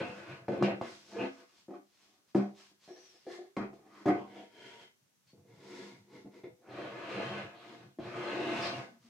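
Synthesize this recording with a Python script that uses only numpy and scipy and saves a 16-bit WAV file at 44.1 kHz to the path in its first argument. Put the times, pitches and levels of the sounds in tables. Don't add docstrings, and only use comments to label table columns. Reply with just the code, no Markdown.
import sys
import numpy as np
from scipy import signal
from scipy.fft import rfft, irfft
from scipy.io import wavfile
from scipy.ndimage import uniform_filter1d

SR = 44100
rng = np.random.default_rng(int(sys.argv[2]) if len(sys.argv) > 2 else 0)


def elevation(decibels):
    levels = np.asarray(decibels, float)
    return 10 ** (levels / 20)


def dump_mix(stems):
    frames = np.atleast_2d(stems).T
    limited = np.clip(frames, -1, 1)
    pcm = np.round(limited * 32767).astype(np.int16)
    wavfile.write(sys.argv[1], SR, pcm)


N = 400869

# f/Hz, density/dB
HUSH_SPECTRUM = [(18, -48), (30, -13), (177, 4), (389, -4), (673, -6.5), (4300, -9), (4780, -9.5),
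                 (6040, -5.5), (7250, -10), (8940, -11.5), (15500, -15)]
HUSH_DB = -75
ROOM_T60_S, ROOM_DB, WIDE_HZ = 0.24, -6, 1300

# start t/s, way/index
HOLDS = [
    (0, 0),
    (1.45, 1),
    (2.8, 2),
    (3.52, 1),
    (4.28, 3),
    (5.15, 4),
    (6.62, 0),
]
# start t/s, end t/s
LIFTS = [
    (1.3, 2.3),
    (2.55, 3.52),
]

# f/Hz, width/Hz, level/dB
TABLE_MODES = [(128.8, 16, -6), (99.5, 50, -19.5), (168.5, 13, -17)]
# f/Hz, width/Hz, then level/dB in each way of holding
BOX_MODES = [(202.2, 7, -3.5, -3.5, -26, -7, -2.5), (240.2, 36.6, -2, -14, -19.5, -1.5, -4.5),
             (268.7, 31, -6, -9, -26, -1.5, -1.5), (317, 30, 2.5, -0.5, -10, -1, -0.5),
             (358.9, 11, -1.5, -13.5, -7, -3.5, -6), (385.9, 17, -5.5, -5.5, -4, -1, -5),
             (459, 25, -3, -10.5, -14, 0, -2.5), (492.6, 7.9, -4.5, -16.5, -14, -6, -4.5),
             (526, 31, -4, -14.5, -22, -11, -11), (576, 28, -4, -10, -20, -7, -21),
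             (634, 35, -7.5, -21.5, -13.5, -6, -11.5), (672.2, 16, -2, -13, -14.5, -3, -12),
             (702.7, 20, -6.5, -8.5, -9.5, -5, -13.5), (748, 33, -10, -9, -13.5, -7, -17.5),
             (836, 75, -7, -12, -14.5, -10, -14), (880, 25, -5.5, -18.5, -23, -8.5, -14.5)]
# f/Hz, width/Hz, then level/dB in each way of holding
WALL_MODES = [(944, 23, -3, -5.5, -11, 4, 2), (1055, 79, 0, 0.5, 3, -35, -1.5),
              (1244, 65, 0, 0.5, -1, -31, -8), (1402, 63, -3.5, -6.5, -5, -2.5, -3),
              (1517, 120, -1, -6, -10, -3, -9.5), (1728, 90, -3, -7, 5.5, -2, -6),
              (1900, 81, -5, -6, 1, -3, -5.5), (2110, 150, -0.5, -5.5, 0.5, 2, 2.5),
              (2343, 290, 1, -4.5, -1, 1.5, -1.5), (2652, 310, 0.5, -9, -5, -1, -6),
              (3140, 165, -7.5, -15, -11, 0, -27), (3420, 150, -10, -21.5, -4, -4, -9),
              (4080, 630, -5.5, -17.5, -16, -8, -13), (4155, 120, -8.5, -22, -3, -25, -36),
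              (5100, 1400, -47, -32.5, -27, -23, -13)]
# f/Hz, width/Hz, level/dB
FACE_MODES = [(720, 260, -4.5), (1150, 470, -5)]
FACE_DB = [11, -1, -9, 3.5, 0]
RING_T60_S = [0.21, 0.53, 0.29, .4, 0.47]
# f/Hz, density/dB
DUST_SPECTRUM = [(1500, -1.5), (3000, 1), (5000, 1), (7000, -5), (10000, -16), (15000, -31.5)]
DUST_DB = [-24.5, -17.5, -11.5, -15.5, -10]

# t/s, length/s, f/Hz, half
# width/Hz, level/dB
SKIDS = [(1.112, 0.025, 530, 35, -60), (1.156, 0.04, 448, 29, -40), (1.184, 0.066, 2600, 190, -48),
         (3.285, 0.082, 1850, 150, -60), (5.266, 0.06, 4450, 120, -71.5), (8.608, 0.099, 4540, 800, -48),
         (8.86, .1, 223, 28, -59.5), (9.03, 0.063, 225, 30, -63), (8.513, 0.26, 692, 14.6, -42),
         (2.87, .11, 5600, 200, -70), (2.95, .13, 5850, 170, -68), (3.06, .07, 5600, 180, -69),
         (3.12, .07, 5250, 200, -72), (0.91, 0.47, 5700, 320, -76), (3.3, .05, 2000, 120, -60),
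         (.628, .055, 2200, 700, -43), (1.21, .08, 800, 100, -51), (.63, .04, 4500, 900, -54),
         (0, .13, 2650, 120, -54), (7.08, .17, 2550, 200, -55), (8.36, .2, 3820, 70, -62),
         (8.36, .28, 2650, 130, -54), (8.72, .05, 2800, 60, -56), (7.45, .35, 700, 14, -62),
         (8.1, .2, 1260, 60, -53), (4.12, .04, 2150, 120, -52), (4.08, .03, 2000, 200, -46),
         (2.58, .07, 2350, 50, -76), (2.595, .03, 1350, 70, -68), (4.52, .3, 3120, 60, -70),
         (4.52, .3, 400, 25, -64), (1.735, .02, 1200, 90, -57), (7.1, .2, 390, 50, -47),
         (8.33, .15, 370, 40, -45), (7.2, .2, 3150, 80, -60), (6.75, .1, 680, 25, -50),
         (7.52, .3, 3300, 900, -66), (7.99, .16, 3100, 1300, -63), (6.68, .3, 3700, 700, -66),
         (4.15, .1, 2900, 500, -68), (4.14, .12, 980, 150, -55), (2.348, .03, 11500, 3500, -77),
         (4.065, .04, 11500, 3500, -75), (2.96, .04, 4300, 600, -70), (2.84, .025, 4400, 1300, -71),
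         (3.605, .03, 1350, 150, -50)]
# t/s, f/Hz, peak level/dB, t60/s
RINGS = [(2.343, 300, -52, .1), (2.348, 199, -29, .33), (2.348, 339, -27, .2), (2.36, 393, -38, .45),
         (2.36, 764, -49, .37), (2.349, 264, -28, .2), (2.349, 452, -34, .16), (2.37, 570, -40, .2),
         (3.254, 380, -56, .15), (3.284, 392, -43, .25), (3.284, 355, -45, .25), (3.267, 520, -43, .12),
         (3.284, 700, -48, .2), (3.386, 392, -48, .33), (3.386, 360, -51, .3), (3.386, 748, -54, .25),
         (3.567, 1100, -38, .07), (3.57, 48, -54, .5), (4.052, 300, -46, .1), (4.071, 711, -28, .3),
         (4.064, 199, -31, .35), (4.062, 301, -26, .3), (4.058, 398, -25, .15), (4.08, 458, -37, .35),
         (4.071, 748, -33, .3), (4.1, 48, -54, .4), (7.972, 260, -54, .1), (7.99, 45, -56, .4),
         (.63, 199, -29, .4), (.683, 519, -27, .1), (1.215, 270, -36, .35), (1.737, 345, -41, .12),
         (1.683, 520, -42, .05), (3.567, 1900, -47, .06), (1.705, 800, -50, .08), (3.729, 700, -56, .08)]
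# t/s, peak level/dB, strongest ring f/Hz, hardness/dB
KNOCKS = [(0.481, -23.5, 376, -14.5), (0.518, -24.5, 394, -18.5), (0.579, -23.5, 377, -30),
          (0.609, -19.5, 210, -27), (0.624, -15, 204, -9.5), (0.682, -27.5, 183, -9),
          (0.708, -26.5, 207, -17.5), (0.812, -24.5, 519, -9.5), (1.682, -38, 350, -19),
          (1.706, -39.5, 346, -12), (2.347, -19, 256, -16), (2.374, -24, 331, -19),
          (2.714, -57.5, 307, -17), (2.877, -43.5, 371, -10.5), (2.904, -43.5, 366, -16),
          (3.266, -39, 400, -13), (3.284, -50, 405, -10), (3.384, -46, 393, -14), (3.566, -27, 264, -4),
          (3.611, -27.5, 267, -16.5), (3.729, -47, 340, -8), (4.056, -20, 398, -12), (4.072, -23, 710, -18),
          (4.082, -17.5, 327, -14), (4.099, -29, 312, -27), (5.331, -45, 320, -25.5),
          (5.451, -51, 369, -19), (6.244, -37, 274, -34.5), (6.436, -41, 434, -15), (7.986, -27, 290, -21)]

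# fastest t/s, rise/s, fall/s, level/dB
BRUSHES = [(.88, 0.15, 0.25, -66.5), (1.1, 0.17, 0.52, -73), (1.6, 0.25, 0.1, -79),
           (2.03, 0.27, 0.26, -80.5), (2.301, .06, .05, -83.5), (2.6, 0.088, 0.2, -73),
           (2.86, 0.091, 0.14, -72), (3.04, .2, 0.5, -76), (3.32, 0.11, 0.12, -69),
           (5.29, 0.052, 0.065, -83.5), (9.05, .07, .1, -80), (3.74, .015, .06, -77), (1.39, .07, .08, -76),
           (8.62, .42, .36, -65), (7.72, .26, .24, -79), (8.04, .06, .3, -76), (6.78, .15, .3, -80),
           (4.16, .06, .2, -80), (2.42, .05, .16, -80), (.53, .06, .14, -74), (.05, .1, .55, -74),
           (.64, .02, .07, -66), (2.36, .015, .07, -66), (4.085, .03, .05, -68)]
# t/s, half length/s, level/dB
ROCKS = [(.1, .09, -50), (.2, .06, -54), (.32, .07, -48), (.44, .05, -55), (3.75, .15, -66),
         (5.03, .06, -80), (5.28, .05, -76), (5.41, .07, -60), (5.53, .1, -60), (5.99, .09, -60),
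         (6.52, .06, -62), (7.3, .1, -51), (7.45, .07, -50), (7.83, .11, -58), (8.2, .14, -50),
         (8.72, .2, -51), (9.02, .1, -68)]
# t/s, hold/s,
# t60/s, pressure level/dB, brightness level/dB
SHUDDERS = [(-.004, .012, .12, -27, -15), (0.482, 0.14, 0.54, -36, -14.5), (0.623, .1, .17, -31.5, -13),
            (0.813, 0.043, .4, -43.5, -4.5), (1.687, .07, .22, -47, -20), (2.346, .05, .3, -32, -15),
            (2.88, 0.015, 0.4, -45, -17.5), (3.262, .04, .3, -45, -16), (3.384, .03, .2, -52, -20),
            (3.568, 0.063, 0.21, -34, -10), (3.73, .022, 0.58, -56, -13), (4.058, 0.035, 0.36, -27, -13),
            (5.331, 0.053, .48, -60, -28), (6.249, .03, 0.14, -45.5, -26), (6.433, 0.018, 0.19, -41, -16.5),
            (7.989, 0.074, .55, -44, -9)]
# fastest t/s, rise/s, fall/s, pressure level/dB, speed as brightness level/dB
SLIDES = [(-.02, .1, .24, -35, -10), (.19, .1, .12, -48, -4), (.43, .05, .06, -58, -6),
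          (0.321, 0.16, 0.15, -48, -3), (1.235, 0.15, 0.1, -35.5, -11), (1.4, .12, .1, -59, -5),
          (1.745, .04, .05, -54, -8), (2.1, .2, 0.26, -72, -10), (2.62, 0.074, 0.13, -71, -6),
          (3.33, .06, .2, -53, -6.5), (3.86, .2, .14, -64, -13), (4.02, .22, .07, -58, -2),
          (4.399, .2, .11, -49.5, -8.5), (4.66, 0.22, 0.2, -54.5, -2.5), (4.819, 0.22, 0.11, -58, -3),
          (5.5, 0.074, .24, -58, -12.5), (5.79, .3, .26, -47.5, -7.5), (6.16, 0.13, 0.14, -52.5, -12),
          (6.36, 0.079, 0.093, -53, -12), (5.95, .08, .09, -59, -16), (3.16, .04, .05, -64, -12),
          (2.97, .03, .06, -60, -8), (1.55, .1, .1, -72, -8), (9.05, .07, .12, -72, -4.5)]
# t/s, pressure level/dB, speed as brightness level/dB
TURNS = [
    [(6.58, -74, -15), (6.7, -50, -6.5), (6.82, -39, -11.5), (6.9, -45, -7.5), (7.13, -42, -3),
     (7.19, -34, -10), (7.26, -42, -3.5), (7.42, -43, -5), (7.6, -66, -3)],
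    [(7.47, -76, -3), (7.57, -56, -3), (7.7, -51, -7), (7.84, -59.5, -5.5), (7.95, -75, -14)],
    [(7.99, -48, -13), (8.1, -46, -3), (8.25, -40, -4), (8.37, -36, -6), (8.5, -38, -5), (8.6, -37, -2.5),
     (8.71, -39, -5), (8.81, -45.5, -6), (8.99, -74, -8)],
]
# t/s, f/Hz
REACH = [(0, 3600), (.33, 3600), (.45, 1800), (.5, 3600), (1.4, 3600), (6.62, 2000), (6.8, 3000),
         (7.0, 3300), (7.3, 4000), (7.48, 3600), (7.56, 2400), (7.95, 1800), (8.0, 1300), (8.1, 2400),
         (8.2, 3300), (8.3, 4000), (8.65, 5500), (8.9, 2400)]

SLACK_DB, SLACK_POWER = -27.5, 1.76
LIFTED_DB, TABLE_SLIDE_DB, TABLE_SHUDDER_DB, TABLE_KNOCK_DB = -24, -14, -11, -20
TABLE_SLOPE = 0.88
JOLT_S, SCRAPE_FADE, DUST_FADE = .004, 1.26, 2.5
DUST_SHUDDER_DB, BRUSH_SCRAPE_DB = -22, -4.5
REACH_DB_PER_OCTAVE, REACH_FLOOR_DB = -10, -6


def set_rms(x, db):
    return x * elevation(db) / np.sqrt(np.mean(x ** 2))


def colour(x, points):
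    hz, db = np.transpose(points)
    log_hz = np.log(np.fft.rfftfreq(N, 1 / SR) + 1)
    return irfft(rfft(x) * elevation(np.interp(log_hz, np.log(hz), db)), N)


def band(x, lo_hz, hi_hz):
    return signal.sosfilt(signal.butter(3, [lo_hz, hi_hz], "band", fs=SR, output="sos"), x)


def highpass(x, hz, order=1):
    return signal.lfilter(*signal.butter(order, hz, "high", fs=SR), x)


def walk(rate_hz, count):
    hold = int(SR / rate_hz)
    steps = np.repeat(rng.standard_normal((count, N // hold + 1)), hold, axis=1)
    return 1.2 * uniform_filter1d(steps, hold, axis=1)[:, :N]


def slips(rate_hz, spread_db):
    happens = rng.random(N) < rate_hz / SR
    size = rng.standard_normal(N) * elevation(spread_db * rng.exponential(size=N))
    return set_rms(happens * size, 0)


def holding(s):
    start, way = np.transpose(HOLDS)
    return way.astype(int)[np.searchsorted(start, s, side="right") - 1]


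def lifted_db(s):
    return LIFTED_DB * any(a < s < b for a, b in LIFTS)


def hush():
    return set_rms(colour(rng.standard_normal((2, N)), HUSH_SPECTRUM), HUSH_DB)


def room(x):
    t = np.arange(SR // 2) / SR
    decay = np.exp(-np.log(1000) * t / ROOM_T60_S) * (1 - np.exp(-t / 0.0037))
    tail = rng.standard_normal((2, len(t))) * decay
    tail = elevation(ROOM_DB) * tail / np.sqrt(np.sum(tail ** 2, axis=1, keepdims=True))
    side = elevation(6.5) * highpass(signal.fftconvolve(x, tail[1])[:N], WIDE_HZ)
    mid = x + highpass(signal.fftconvolve(x, tail[0])[:N], 300)
    return np.array([elevation(1.64) * (mid + side), elevation(1.06) * (mid - side)])


def skids():
    out, t = np.zeros(N + SR), np.arange(SR) / SR
    force = slips(9000, spread_db=-0.5)
    for s, length, hz, half_width, db in SKIDS:
        i = int(s * SR)
        shape = (1 - np.exp(-t / (0.13 * length))) * np.exp(-(t / length) ** 3)
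        song = band(np.resize(force[i:], SR), hz - half_width, hz + half_width)
        out[i:i + SR] += set_rms(song, db) * shape
    return out[:N]


def rings():
    out, t = np.zeros(N + SR), np.arange(SR // 2) / SR
    for s, hz, db, t60 in RINGS:
        envelope = elevation(db - 60 * t / t60) * (1 - np.exp(-t / .004))
        out[int(s * SR):][:len(t)] += envelope * np.sin(2 * np.pi * hz * t)
    return out[:N]


def struck(modes, way, t, chance, t60, focus_db=0):
    hz, width, *db = np.transpose(modes)[:, :, None]
    decay = np.exp(-t * (np.log(1000) / t60 + 1.28 * width))
    spot_db = 2.5 * chance[:len(hz), None]
    side = np.sign(chance[-len(hz):, None] + .6)
    gain = side * elevation(db[way] + focus_db + spot_db)
    x = np.sum(gain * decay * np.sin(2 * np.pi * hz * t), axis=0)
    return x / np.abs(x).max()


def knocks():
    out, t = np.zeros(N + SR), np.arange(SR // 3) / SR
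    chances = rng.standard_normal((len(KNOCKS), 64))
    grit = set_rms(colour(rng.standard_normal(N), DUST_SPECTRUM), 0)
    for (s, db, hz, hard_db), chance in zip(KNOCKS, chances):
        i, way = int(s * SR), holding(s)
        t60 = RING_T60_S[way]
        focus_db = -4.0 * np.abs(np.log2(np.array(BOX_MODES)[:, :1] / hz))
        body = band(struck(BOX_MODES, way, t, chance, t60, focus_db), 165, 2400)
        body = body + elevation(TABLE_KNOCK_DB + lifted_db(s)) * struck(TABLE_MODES, 0, t, chance[20:], t60)
        face = band(struck(FACE_MODES, 0, t, chance[24:], t60), 300, 3000)
        body = body + elevation(hard_db + FACE_DB[way]) * face
        push = np.hanning(int(SR * .00035 * elevation(-.6 * hard_db)) + 3)
        body = np.convolve(body, push / push.sum())[:len(t)] * (1 - np.exp(-t / .001))
        contact = 1 - np.exp(-t / .0012)
        crack = np.resize(grit[i:], len(t)) * np.exp(-t / 0.013)
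        walls = contact * (struck(WALL_MODES, way, t, chance[32:], 0.68 * t60) + elevation(-24.0) * crack)
        out[i:i + len(t)] -= elevation(db) * (body + elevation(hard_db) * walls)
    return out[:N]


def stroke(t, s, rise, fall):
    return SLACK_DB * np.where(t < s, (s - t) / rise, (t - s) / fall) ** SLACK_POWER


def brush(t, s, rise, fall, db):
    return elevation(db + stroke(t, s, rise, fall) + np.array([[BRUSH_SCRAPE_DB], [0]])) ** 2


def shudder(t, s, hold, t60, db, bright_db):
    fade = -60 / t60 * np.clip(t - s - hold, 0, 9)
    dust_fade = -60 / t60 * np.clip(t - s, 0, 9)
    table_db = db + TABLE_SHUDDER_DB + lifted_db(s) + fade
    scrape_db = db + bright_db + SCRAPE_FADE * fade
    dust_db = db + bright_db + DUST_SHUDDER_DB + DUST_FADE * dust_fade
    start = np.clip((t - s) / JOLT_S, 0, 1)
    return (start * elevation([table_db, db + fade, scrape_db, dust_db])) ** 2


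def sliding(db, bright_db, s):
    table_db = TABLE_SLOPE * (db + 45) - 45 + TABLE_SLIDE_DB + lifted_db(s)
    dust_db = db + 1.4 * bright_db + DUST_DB[holding(s)]
    return elevation([table_db, db, db + bright_db, dust_db]) ** 2


def efforts(t):
    out = np.full((4, len(t)), 1e-14)
    for s, length, db in ROCKS:
        out[0] += elevation(db + stroke(t, s, length, length)) ** 2
    for event in BRUSHES:
        out[2:] += brush(t, *event)
    for event in SHUDDERS:
        out += shudder(t, *event)
    for s, rise, fall, db, bright_db in SLIDES:
        out += sliding(db + stroke(t, s, rise, fall), bright_db, s)
    for s, db, bright_db in map(np.transpose, TURNS):
        push = sliding(np.interp(t, s, db), np.interp(t, s, bright_db), s[-1])
        out += push * ((t > s[0]) & (t < s[-1]))
    return out


def pressure(s, db):
    t = np.arange(N) / SR
    db = np.interp(t, s, db)
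    blows = np.array(KNOCKS)[:, 0]
    ahead, after = int(.04 * SR), int(.2 * SR)
    for blow in blows[np.diff(blows, prepend=0) > .045]:
        i = int(blow * SR)
        db[i - ahead:i] = np.minimum(db[i - ahead:i], db[i - ahead])
        db[i:i + after] -= 4.8 * np.exp(-t[:after] / 0.07)
    return elevation(db)


def reach(hz):
    t = np.arange(0, N, 32) / SR
    top_hz = np.interp(t, *np.transpose(REACH))
    db = np.clip(REACH_DB_PER_OCTAVE * np.log2(hz / top_hz), REACH_FLOOR_DB, 0)
    return np.repeat(elevation(db * (holding(t) == 0)), 32)[:N]


def ring(force, modes, way, wander_db, rate_hz, woken=lambda hz: 1):
    share = elevation(wander_db * walk(rate_hz, count=len(modes))[:, ::32])
    share = np.repeat(share, 32, axis=1)[:, :N]
    gain = elevation(np.array(modes)[:, 2:])
    gain = gain / np.sqrt(np.sum(gain ** 2, axis=0))
    out = 0
    for k, (hz, width, *_) in enumerate(modes):
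        tone = signal.lfilter(*signal.iirpeak(hz, hz / width, fs=SR), force * share[k])
        out = out + (-1) ** k * gain[k][way] * woken(hz) * set_rms(tone, 0)
    return out


def rubbing():
    s = np.arange(0, N / SR, .002)
    table, box, scrape, dust = (pressure(s, 10 * np.log10(power)) for power in efforts(s))
    way = holding(np.arange(N) / SR)
    catch = elevation(walk(25, count=1)[0])
    force = catch * slips(2500, spread_db=1.5)
    fine = catch * slips(9000, spread_db=0.5)
    top = band(ring(force, TABLE_MODES, 0, wander_db=2.5, rate_hz=6), 75, 220)
    body = band(ring(force, BOX_MODES, way, wander_db=2.5, rate_hz=5), 190, 1500)
    walls = band(ring(fine, WALL_MODES, way, wander_db=1.06, rate_hz=9, woken=reach), 965, 6000)
    speed = np.where(way == 0, np.clip(scrape / elevation(-46), .05, 2) ** 0.23, 1)
    walls = walls + (speed - 1) * band(walls, 1500, 7000)
    hiss = set_rms(colour(catch * slips(9000, spread_db=1.18), DUST_SPECTRUM), 0)
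    return elevation(-1.0) * table * top + elevation(-1.5) * box * body + scrape * walls + elevation(7.5) * dust * hiss


def scene():
    return hush() + room(skids() + rings() + knocks() + rubbing())


def top_cut(x):
    return signal.sosfilt(signal.butter(12, 15630, fs=SR, output="sos"), x)


def record(dry):
    dry = dry - np.array([[.12], [-.12]]) * band(dry, 6000, 11000)
    return top_cut(highpass(dry, 70, order=2))


dry = scene()
out = record(dry)
dump_mix(out)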